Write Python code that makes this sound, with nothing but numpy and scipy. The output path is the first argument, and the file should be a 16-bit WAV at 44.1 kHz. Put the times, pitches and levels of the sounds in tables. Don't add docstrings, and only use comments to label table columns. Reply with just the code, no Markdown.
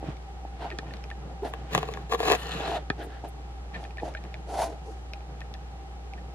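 import sys
import numpy as np
from scipy import signal
from scipy.fft import rfft, irfft
from scipy.io import wavfile
from scipy.ndimage import uniform_filter1d

SR = 44100
rng = np.random.default_rng(int(sys.argv[2]) if len(sys.argv) > 2 else 0)


def transcribe(signal):
    frames = np.atleast_2d(signal).T
    limited = np.clip(frames, -1, 1)
    pcm = np.round(limited * 32767).astype(np.int16)
    wavfile.write(sys.argv[1], SR, pcm)


N = 279798
TIME = np.arange(N) / SR


def from_db(db):
    return 10 ** (np.asarray(db) / 20)


def rms_one(x):
    return x / np.sqrt(np.mean(x ** 2) + 1e-20)


def coloured(x, colour):
    hz, db = np.transpose(colour)
    bins = np.maximum(np.arange(N // 2 + 1) * SR / N, 1)
    gain = from_db(np.interp(np.log(bins), np.log(hz), db))
    return rms_one(irfft(rfft(x) * gain, N))


def noise():
    return rng.standard_normal(N)


def drift(rate):
    return rms_one(np.interp(TIME * rate, np.arange(N), noise()))


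def grains(per_s, spread_db):
    sizes = from_db(spread_db * np.minimum(rng.exponential(1, N), 4))
    signed = sizes * rng.choice([-1, 1], N)
    return rms_one(signed * (rng.random(N) < per_s / SR))


def clicks(times, heights):
    out = np.zeros(N)
    np.add.at(out, np.round(np.asarray(times) * SR).astype(int), heights)
    return out


def low_pass(x, hz, order=2):
    return signal.sosfilt(signal.butter(order, min(hz, .45 * SR), fs=SR, output="sos"), x + 1e-18)


def ring(force, hz, db, t60, pan_db, phase):
    near = signal.butter(1, [hz / 2, min(hz * 2, .4 * SR)], "band", fs=SR, output="sos")
    pole = np.exp((2j * np.pi * hz - np.log(1000) / t60) / SR)
    wave = signal.lfilter([from_db(db)], [1, -pole], signal.sosfilt(near, force + 1e-18))
    turn = np.exp(.5j * phase) * from_db(pan_db / 2)
    return np.array([(wave * turn).imag, (wave / turn).imag])


def body(force, modes):
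    return sum((-1) ** k * ring(force, *mode) for k, mode in enumerate(modes))


def damped(modes, cycles):
    return [(hz, db, min(t60, cycles / hz), pan_db, phase) for hz, db, t60, pan_db, phase in modes]


def stereo(mid, side):
    return np.array([mid + side, mid - side])


def swell(start, rise, fall):
    t = TIME - start
    ramp = np.clip(np.minimum(t / rise, (rise + fall - t) / fall), 0, 1)
    return ramp ** 1.32


def pull(start, length, db, db_per_s, attack_s=0.036, release_s=0.0051):
    t = TIME - start
    held = from_db(db + db_per_s * np.clip(t, 0, length))
    return held * np.clip(t / attack_s, 0, 1) * np.exp(-np.maximum(t - length, 0) / release_s)


def glide(x, speed):
    return np.interp(np.cumsum(speed) % N, np.arange(N), x)


def evened(x):
    return x / np.sqrt(uniform_filter1d(x ** 2, size=SR // 70) + 1e-12)


def crumbling(snap, amount, rise_s, fall_s):
    after = signal.lfilter([1], [1, -np.exp(-1 / (fall_s * SR))], snap + 1e-18)
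    before = signal.lfilter([1], [1, -np.exp(-1 / (rise_s * SR))], snap[::-1] + 1e-18)[::-1]
    return snap + amount * np.maximum(before, after) * grains(per_s=9000, spread_db=2.0)


def release(t, delay, amount, fall_s):
    snap = np.arange(len(t)) == round(delay * SR)
    spatter = rng.standard_normal(len(t)) * (t > delay) * np.exp(-np.abs(t - delay) / fall_s)
    return snap + amount * spatter


def room(x, t60, wall_hz, diffuse_hz=220):
    t = np.arange(SR // 2) / SR
    tail = low_pass(rng.standard_normal((2, len(t))), wall_hz, order=1)
    tail = tail * from_db(-60 * t / t60) * (t > .004)
    tail = signal.sosfilt(signal.butter(2, diffuse_hz, "high", fs=SR, output="sos"), tail)
    return signal.fftconvolve(x, tail / np.sqrt(np.sum(tail ** 2) / 2), axes=1)[:, :N]


# freq_hz, rms_db
HUM = [(60, -40), (120, -57)]
# freq_hz, level_db
AIR_MID = [(20, -24), (45, 6.5), (80, 5), (100, -0.5), (160, 0), (240, -8), (400, -1), (620, -13.5),
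           (900, -38), (1100, -21), (1300, -11), (1600, -65), (4000, -27), (8000, -35), (15000, -51.5)]
AIR_SIDE = [(30, -46), (100, -19), (160, -10), (240, -6.5), (400, -6.5), (700, -14), (1200, -15),
            (2000, -17.5), (4000, -23), (6500, -26.5), (10000, -32), (15000, -40)]


def background(fan_hz=790, fan_width_hz=42, fan_db=-51, air_mid_db=-50.5, air_side_db=-54):
    hum = sum(np.sqrt(2) * from_db(db) * np.sin(2 * np.pi * (hz * TIME + rng.random())) for hz, db in HUM)
    whirr = signal.iirpeak(fan_hz, fan_hz / fan_width_hz, fs=SR)
    fan = rms_one(signal.lfilter(*whirr, low_pass(noise(), hz=810)))
    air_mid = from_db(air_mid_db) * coloured(noise(), AIR_MID)
    air_side = from_db(air_side_db) * coloured(noise(), AIR_SIDE)
    return hum + from_db(fan_db) * fan + stereo(air_mid, air_side)


# start_s, length_s, shuffle_level_db, rustle_level_db
SHOVES = [(0.0, 0.17, -37, -45), (0.515, 0.3, -43, -47), (0.708, 0.45, -41.5, -52), (1.106, 0.34, -41, -59),
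          (1.37, 0.43, -46.5, -54), (1.64, 0.27, -37.5, -42), (1.763, 0.4, -42.5, -51.5),
          (2.164, 0.26, -39.5, -33.5), (2.355, 0.52, -41.5, -39.5), (3.712, 0.12, -39.5, -46),
          (3.945, 0.58, -46, -58.5), (5.07, 0.58, -50.5, -76), (6.168, 0.064, -41.5, -63)]
# freq_hz, level_db
SHUFFLE_COLOUR = [(60, -29), (105, -4.5), (140, 4), (165, 7), (195, 0), (245, -10.5), (330, -5.5),
                  (480, -8), (700, -10.5), (1500, -27), (8000, -62)]
RUSTLE_COLOUR = [(60, -50), (200, -49), (700, 2.5), (1250, 4.5), (1800, 2.5), (2150, 0), (3000, -1),
                 (5000, -12), (8000, -21.5), (12000, -35), (16000, -59)]


def fleece(shuffle_db=-2, rustle_db=-5, rustle_side_db=0, lumpy_db=2.7):
    stir = from_db(0.33 * drift(21))
    shuffle, rustle = from_db(-52.5) * stir, from_db(-56.5) * stir
    for start, length, low_db, high_db in SHOVES:
        push = np.clip(np.minimum(TIME - start, start + length - TIME) / (0.5 * length), 0, 1)
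        shuffle = np.hypot(shuffle, from_db(low_db) * push)
        rustle = np.hypot(rustle, from_db(high_db) * push)
    mid, side = (coloured(grains(per_s=3800, spread_db=3.0), RUSTLE_COLOUR) for _ in range(2))
    folds = from_db(shuffle_db + lumpy_db * drift(35)) * shuffle * coloured(noise(), SHUFFLE_COLOUR)
    return folds + from_db(rustle_db) * rustle * stereo(mid, from_db(rustle_side_db) * side)


# start_s, length_s, level_db
WISPS = [(1.44, 0.096, -61), (2.168, 0.065, -54), (2.325, 0.15, -53.5), (3.014, 0.059, -53.5),
         (3.272, 0.035, -55)]
# freq_hz, level_db
WISP_COLOUR = [(5000, -25), (9000, 3), (13500, -3), (16000, -10)]


def wisps(level_db=0):
    touch = sum(from_db(db) * swell(start, length / 2, length / 2) for start, length, db in WISPS)
    hairs = np.array([coloured(grains(per_s=6700, spread_db=8), WISP_COLOUR) for _ in range(2)])
    return from_db(level_db) * touch * hairs


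# start_s, length_s, level_db
BRUSHES = [(0.585, 0.1, -44), (1.419, 0.085, -41.5), (1.715, 0.09, -39.5), (1.77, 0.14, -48.5),
           (2.588, 0.17, -39), (2.967, 0.1, -41), (3.061, 0.16, -48), (4.015, 0.09, -50.5)]
# freq_hz, level_db
BRUSH_COLOUR = [(300, -9), (700, 12), (1050, -8), (1400, 3), (1800, 6), (2200, -7), (3100, -4),
                (4500, -12.5), (8000, -32.5), (15000, -36)]


def brushes(level_db=0, side_db=-5):
    touch = sum(from_db(db) * swell(start, length / 2, length / 2) for start, length, db in BRUSHES)
    mid, side = (coloured(grains(per_s=2500, spread_db=3), BRUSH_COLOUR) for _ in range(2))
    return from_db(level_db) * touch * stereo(mid, from_db(side_db) * side)


# start_s, length_s, level_db, first_pitch_hz, last_pitch_hz
RUBS = [(0.691, 0.092, -39.5, 448, 306), (1.418, 0.032, -26.5, 372, 426), (2.118, 0.047, -27.5, 469, 475),
        (4.015, 0.022, -36.5, 483.4, 425), (4.852, 0.086, -41.5, 562, 276)]
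# freq_hz, level_db
RUB_COLOUR = [(200, -36), (340, -4), (400, 4.5), (470, -16), (800, -12), (1600, -56)]


def rubs(level_db=0, reference_hz=400):
    tone = evened(coloured(noise(), RUB_COLOUR))
    out = 0
    for start, length, db, first_hz, last_hz in RUBS:
        hz = np.interp(TIME, [start, start + length], [first_hz, last_hz])
        touch = from_db(db + level_db) * swell(start, length / 2, length / 2)
        out = out + touch * glide(tone, hz / reference_hz)
    return out


def blows(table, modes):
    force = sum(low_pass(clicks([s], from_db(db)), hard_hz, order=2) for s, db, hard_hz in table)
    t = np.arange(SR // 50) / SR
    crumple = release(t, 0, amount=.05, fall_s=.003)
    return body(signal.fftconvolve(force, crumple)[:N], modes)


# start_s, level_db, hardness_hz
BUMPS = [(0.027, -18, 490), (0.04, -19.5, 504), (0.086, -7, 187), (0.45, -26, 1510), (0.647, -23.5, 1400),
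         (0.83, -32, 1400), (1.4495, -21.5, 900), (1.457, -26, 700), (2.603, -19.5, 1100),
         (2.754, -22.5, 1400), (3.238, -22, 1200), (4.031, -15, 864)]
# pitch_hz, level_db, t60_s, side_db, side_phase_rad
BUMP_MODES = [(145, -7.5, 0.02, 0, 0), (331, -6.5, 0.016, -2, 0), (700, 4.5, 0.0059, -1, 0),
              (867, -3, 0.018, 0, 0)]
# start_s, level_db, hardness_hz
KNOCKS = [(0.7872, -28, 7000), (2.9012, -17, 2600)]
# pitch_hz, level_db, t60_s, side_db, side_phase_rad
KNOCK_MODES = [(144, -2.5, 0.023, 1, 0.36), (298, -4.5, 0.029, 7.5, 0.56), (415, -5, 0.072, 3, 1.2),
               (710, 3, 0.0084, 0, 0.19), (900, 5.5, 0.0045, -1, 1.1), (1280, -4.5, 0.028, 1, 1.3),
               (1680, 5.5, 0.0067, 2, 1.1), (1790, 2, 0.019, -2, 0.51), (2440, -4.5, 0.014, -4, 2.3),
               (3340, -2.5, 0.011, 0, 0.61), (4340, 8, 0.0016, -6.5, 2), (7340, 3, 0.001, 8, 3.33)]


def bumps(pat_db=-1, knock_db=0):
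    return from_db(pat_db) * blows(BUMPS, BUMP_MODES) + from_db(knock_db) * blows(KNOCKS, KNOCK_MODES)


# start_s, length_s, start_level_db, growth_db_per_s
RASPS = [(0.59, 0.041, -56, 0), (2.362, 0.16, -45.5, 25), (2.491, 0.086, -40.5, 10), (2.569, 0.21, -42, -1)]
# pitch_hz (before the stretch), level_db, t60_s, side_db, side_phase_rad
RASP_MODES = [(1300, -1, 0.016, 1, 1), (1777, -2.5, 0.031, 4, 0.95), (2490, -4.5, 0.015, 3, 0.68),
              (2880, 4, 0.0089, 2, 0.6), (3450, 3, 0.012, -0.5, 3), (4000, 1, 0.0086, 8, 1.1),
              (7060, -1, 0.0027, -2, 2.2)]


def rasp(level_db=0, patchy_db=2.2, wander_db=1.2, stretch=.025):
    threads = grains(per_s=4000, spread_db=2.5) * from_db(patchy_db * drift(300))
    sound = 0
    for k, mode in enumerate(RASP_MODES):
        sound = sound + (-1) ** k * ring(threads * from_db(wander_db * drift(25.03)), *mode)
    speed = 1 + stretch * drift(30)
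    stretched = rms_one(np.array([glide(side, speed) for side in sound]))
    return from_db(level_db) * sum(pull(*row) for row in RASPS) * stretched


# start_s, length_s, level_db
GNAWING = [(0.702, 0.042, -44), (0.853, 0.047, -49), (1.1, 0.025, -49), (3.73, 0.045, -37),
           (3.833, 0.037, -45.5), (3.901, 0.022, -53), (3.973, 0.04, -38.5), (4.15, 0.048, -46),
           (4.251, 0.19, -58), (5.405, 0.025, -44), (5.54, 0.018, -47), (6.165, 0.042, -51)]
# pitch_hz, level_db, t60_s, side_db, side_phase_rad
MOUTH_MODES = [(1800, 15, 0.044, 1.5, 1.75), (2460, 9, 0.018, 7, 1.1), (3240, 18.5, 0.0016, 4, 2),
               (4240, 8.5, 0.0049, 0, 1.4)]


def gnawing(level_db=-1):
    effort = sum(from_db(db) * swell(start, length / 2, length / 2) for start, length, db in GNAWING)
    releases = grains(per_s=900, spread_db=2.5) * from_db(3 * drift(150))
    return from_db(level_db) * effort * rms_one(body(releases, MOUTH_MODES))


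# start_s, lips_level_db, tongue_level_db, sticky_edge_level_db, cavity_pitch_hz, tongue_t60_s
NIBBLES = [(0.169, -39.5, -63, -48, 1700, 0.016), (0.7033, -29, -30, -43.5, 1800, .015),
           (0.897, -55, -38, -58, 1800, 0.028), (0.938, -30.5, -48, -38.5, 1820, .014),
           (0.969, -39, -60, -46, 1780, .008), (1.04, -34, -55, -41, 1800, 0.017),
           (1.1025, -40, -31, -39, 1790, 0.027), (1.9382, -30, -34, -33, 1690, 0.0087),
           (3.744, -32, -40, -52, 1864, 0.013), (3.84, -43, -35.5, -44, 1800, 0.017),
           (3.908, -34, -60, -51, 1777, .014), (3.972, -31.5, -34, -46, 1810, 0.031),
           (4.139, -40.5, -22.5, -47, 1630, 0.015), (4.2395, -34, -43, -47, 1790, 0.016),
           (4.3422, -25, -43, -42, 1740, 0.02), (5.135, -25.5, -57, -36, 1795, 0.0086),
           (5.2065, -40.5, -60, -58, 1800, .01), (5.4057, -40, -32, -42.5, 1780, 0.016),
           (5.54, -38, -40, -40, 1790, 0.016), (6.136, -32, -52, -47.5, 1800, 0.023),
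           (6.167, -57, -41.5, -68, 1800, 0.031)]
# pitch_hz, level_db, t60_s (before damping), side_db, side_phase_rad
EDGE_MODES = [(1190, -4, 0.036, -8, 0.88), (2270, 4.5, 0.018, 9, 0.67), (3440, 7, 0.0031, 3, 1.84),
              (5270, 6, 0.002, 1, 1.68), (7000, -4.5, 0.0032, 2, 1.4), (10850, -4.5, 0.012, 0, 1.6)]
TONGUE_DELAY_S, LIPS_T60_S = 0.011, 0.007
LIPS_PITCH_RATIO = 1.33
TONGUE_UPPER_RATIO, TONGUE_UPPER_DB = 1.38, -3
TONGUE_EDGE_DB = -27


def nibbles(cavity_db=-1, edge_db=-3, jaw_db=-13):
    lips_s, lips_db, tongue_db, sticky_db, mouth_hz, t60 = np.transpose(NIBBLES)
    s = np.r_[lips_s, lips_s + TONGUE_DELAY_S]
    db = np.r_[lips_db, tongue_db]
    cavity = np.zeros((2, N))
    t = np.arange(SR // 10) / SR
    for k, at in enumerate(np.round(lips_s * SR).astype(int)):
        lips, tongue = (release(t, delay, amount=0.11, fall_s=0.0014) for delay in (0, TONGUE_DELAY_S))
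        rings = [(lips, LIPS_PITCH_RATIO, lips_db[k], LIPS_T60_S),
                 (tongue, 1, tongue_db[k], t60[k]),
                 (tongue, TONGUE_UPPER_RATIO, tongue_db[k] + TONGUE_UPPER_DB, LIPS_T60_S)]
        for force, ratio, level, decay in rings:
            smack = ring(force, ratio * mouth_hz[k], level + cavity_db, decay, pan_db=-1.0, phase=0.95)
            cavity[:, at:at + len(t)] += smack
    sharp_db = np.r_[sticky_db, tongue_db + TONGUE_EDGE_DB]
    parting = crumbling(clicks(s, from_db(sharp_db + edge_db)), amount=0.17, rise_s=0.0007, fall_s=0.0016)
    edge = body(parting, damped(EDGE_MODES, cycles=13))
    jaw = ring(clicks(s, from_db(db)), hz=631, db=jaw_db, t60=0.051, pan_db=1, phase=.2)
    return cavity + edge + jaw


# start_s, rise_s, fall_s, nostril_level_db, muzzle_level_db, hiss_level_db, crest_lift_semitones (above slack)
SNUFFLES = [(0.589, 0.035, 0.068, -38, -39, -64, 3), (0.639, 0.015, 0.053, -37.5, -55, -73, 2),
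            (1.441, 0.0085, 0.081, -35, -36.5, -56, 2), (2.559, 0.068, 0.24, -37.5, -40, -71, 2),
            (2.655, 0.029, 0.069, -42, -40, -57.5, 1.5), (2.7, 0.059, 0.042, -30.5, -54, -58, 2),
            (2.97, 0.027, 0.15, -46.5, -38.5, -66, 0.5), (3.232, 0.016, 0.052, -39, -38.5, -62.5, 1.5),
            (3.75, 0.06, 0.11, -46, -51, -64, 2), (3.997, 0.0591, 0.095, -37.5, -40, -58, 0.5),
            (4.459, 0.061, 0.066, -36, -39, -52, 2), (4.525, 0.069, 0.055, -27, -39.5, -46, 2.5),
            (4.6, 0.03, 0.061, -28.5, -43.5, -43.5, 2.5), (4.632, 0.041, 0.15, -42, -40.5, -60.5, 2),
            (4.829, 0.027, 0.28, -74, -55, -64.5, -3)]
# freq_hz, level_db
NOSTRIL_COLOUR = [(200, -88), (520, -8), (640, 4.5), (750, 2), (850, -2), (980, -9), (1120, -20.5),
                  (1400, -17.5), (2200, -25), (4000, -26.5), (9000, -70)]
MUZZLE_COLOUR = [(100, -61), (240, -13), (350, -5), (470, -6.5), (600, -60), (1500, -69)]
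HISS_COLOUR = [(500, 20.5), (1500, -32), (3300, -4), (4500, 14), (6400, 14), (7800, 7.5), (10000, 5),
               (12000, -4), (15000, -31)]
JET_COLOUR = [(5000, -30), (8000, -7), (10300, 7), (11500, -8), (14000, -8), (16000, -32)]
SLACK_SEMITONES = -1.5


def snuffles(nostril_db=1, muzzle_db=-2.0, hiss_db=2, flutter_db=1.5, jet_db=-2):
    rows = np.array(SNUFFLES)
    puffs = np.array([swell(start, rise, fall) for start, rise, fall, *_ in SNUFFLES])
    nostril, muzzle, hiss = from_db(rows[:, 3:6]).T @ puffs
    pitch = 2 ** ((SLACK_SEMITONES + rows[:, 6] @ puffs) / 12)
    nose = from_db(nostril_db) * nostril * glide(evened(coloured(noise(), NOSTRIL_COLOUR)), pitch)
    hollow = from_db(muzzle_db) * muzzle * coloured(noise(), MUZZLE_COLOUR)
    hiss_noise = stereo(coloured(noise(), HISS_COLOUR), .5 * coloured(noise(), HISS_COLOUR))
    air = from_db(hiss_db) * hiss * hiss_noise
    jet_noise = stereo(coloured(noise(), JET_COLOUR), .5 * coloured(noise(), JET_COLOUR))
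    jet = from_db(jet_db) * hiss * np.sqrt(hiss / hiss.max()) * jet_noise
    return (nose + hollow + air + jet) * from_db(flutter_db * drift(110))


# start_s, length_s, start_level_db, growth_db_per_s
PULLS = [(1.686, 0.073, -52, 220), (1.742, 0.29, -38.5, -76), (2.088, 0.064, -36, 84),
         (2.169, 0.186, -38.5, 53), (2.365, 0.41, -44, -4)]
# freq_hz, level_db
DRAG_COLOUR = [(150, 12), (400, 4.5), (1100, -4), (1700, -1.5), (3000, -6), (4300, 1), (6500, -1.5),
               (12500, 0), (15000, -9)]
# pitch_hz, level_db, t60_s (before damping), side_db, side_phase_rad
FLOOR_MODES = [(155, -27, 0.019, 5, 0.092), (296, -23, 0.0062, 13, 0.26), (444, -6.5, 0.055, 2, 0.79),
               (606, -14, 0.049, 4, 0.18), (739, -6, 0.071, 0.5, 0.097), (1110, -3.5, 0.018, 8.5, 0.29),
               (1390, -8, 0.0091, -3, 3.14), (1710, -6.5, 0.026, 6.5, 1.8), (2610, 2.5, 0.0083, 2.5, 2.42),
               (3300, 1, 0.0073, -0.5, 2.75), (3970, 2.5, 0.0029, 0, 2.4), (6880, -3.5, 0.0042, 0.5, 1.91),
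               (11700, -0.5, 0.0022, 0, 2.78)]
FLOOR_RING_CYCLES = 21


def drag(level_db=3.5, patchy_db=2.5, catch_db=-2):
    pressure = sum(pull(*row) for row in PULLS)
    catches = from_db(catch_db) * grains(per_s=340, spread_db=-3.5)
    fibres = grains(per_s=3800, spread_db=2.0) + catches
    friction = coloured(fibres, DRAG_COLOUR) * from_db(patchy_db * drift(90))
    return from_db(level_db) * pressure * rms_one(body(friction, damped(FLOOR_MODES, FLOOR_RING_CYCLES)))


# start_s, level_db, bass_db and treble_db (both relative to level_db)
SLIPS = [(1.537, -18, -3.5, -9.5), (1.7496, -4, -5, -6), (1.778, -10, 0, -6.5), (1.8297, -15.5, 0.5, -11.5),
         (1.888, -18, -2, -14), (1.973, -20, -2.5, -15), (2.124, -10, -4, -15), (2.1355, -13.5, -1, -11),
         (2.148, -12, 2, -9.5), (2.1934, -23, -2, -12), (2.203, -14.5, 1, -7), (2.2303, -14.5, 1.5, -8),
         (2.257, -18, 3.5, -12), (2.282, -10, 1, -10.5), (2.3005, -6, 0.5, -6), (2.3143, -5.5, 3, -10),
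         (2.32, -6, 0.5, -2.5), (2.3272, -8, 1, -10), (2.334, -11, 0, -8), (2.3419, -15, 8, -13),
         (2.3503, -18, -1, -0.5), (2.432, -25, -2, -1), (2.469, -29, 2, 6), (2.493, -30, 6, 1),
         (2.678, -25, 3, -9), (2.716, -25, 0, -17)]


def slips(level_db=-6.0, treble_snap_db=-1, top_hz=13300):
    s, db, bass_db, treble_db = np.transpose(SLIPS)
    thump, snap = (crumbling(clicks(s, from_db(level)), amount=.04, rise_s=.002, fall_s=.004)
                   for level in (db + bass_db, db))
    crunch_db = db + treble_db + treble_snap_db
    crunch = crumbling(clicks(s, from_db(crunch_db)), amount=.13, rise_s=.0006, fall_s=.0013)
    out = 0
    for k, mode in enumerate(damped(FLOOR_MODES, FLOOR_RING_CYCLES)):
        force = thump if mode[0] < 900 else snap if mode[0] < 2100 else crunch
        out = out + (-1) ** k * ring(force * from_db(drift(40)), *mode)
    return from_db(level_db) * low_pass(out, top_hz, order=8)


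def scene(room_db=-16):
    bedding = fleece() + wisps() + brushes() + rubs() + bumps() + rasp()
    mouth_and_nose = gnawing() + nibbles() + snuffles()
    dog = bedding + mouth_and_nose + drag() + slips()
    return dog + from_db(room_db) * room(dog, t60=0.054, wall_hz=4800) + background()


def record(dry):
    return signal.sosfilt(signal.ellip(10, .1, 90, 15400, fs=SR, output="sos"), dry)


dry = scene()
out = record(dry)
transcribe(out)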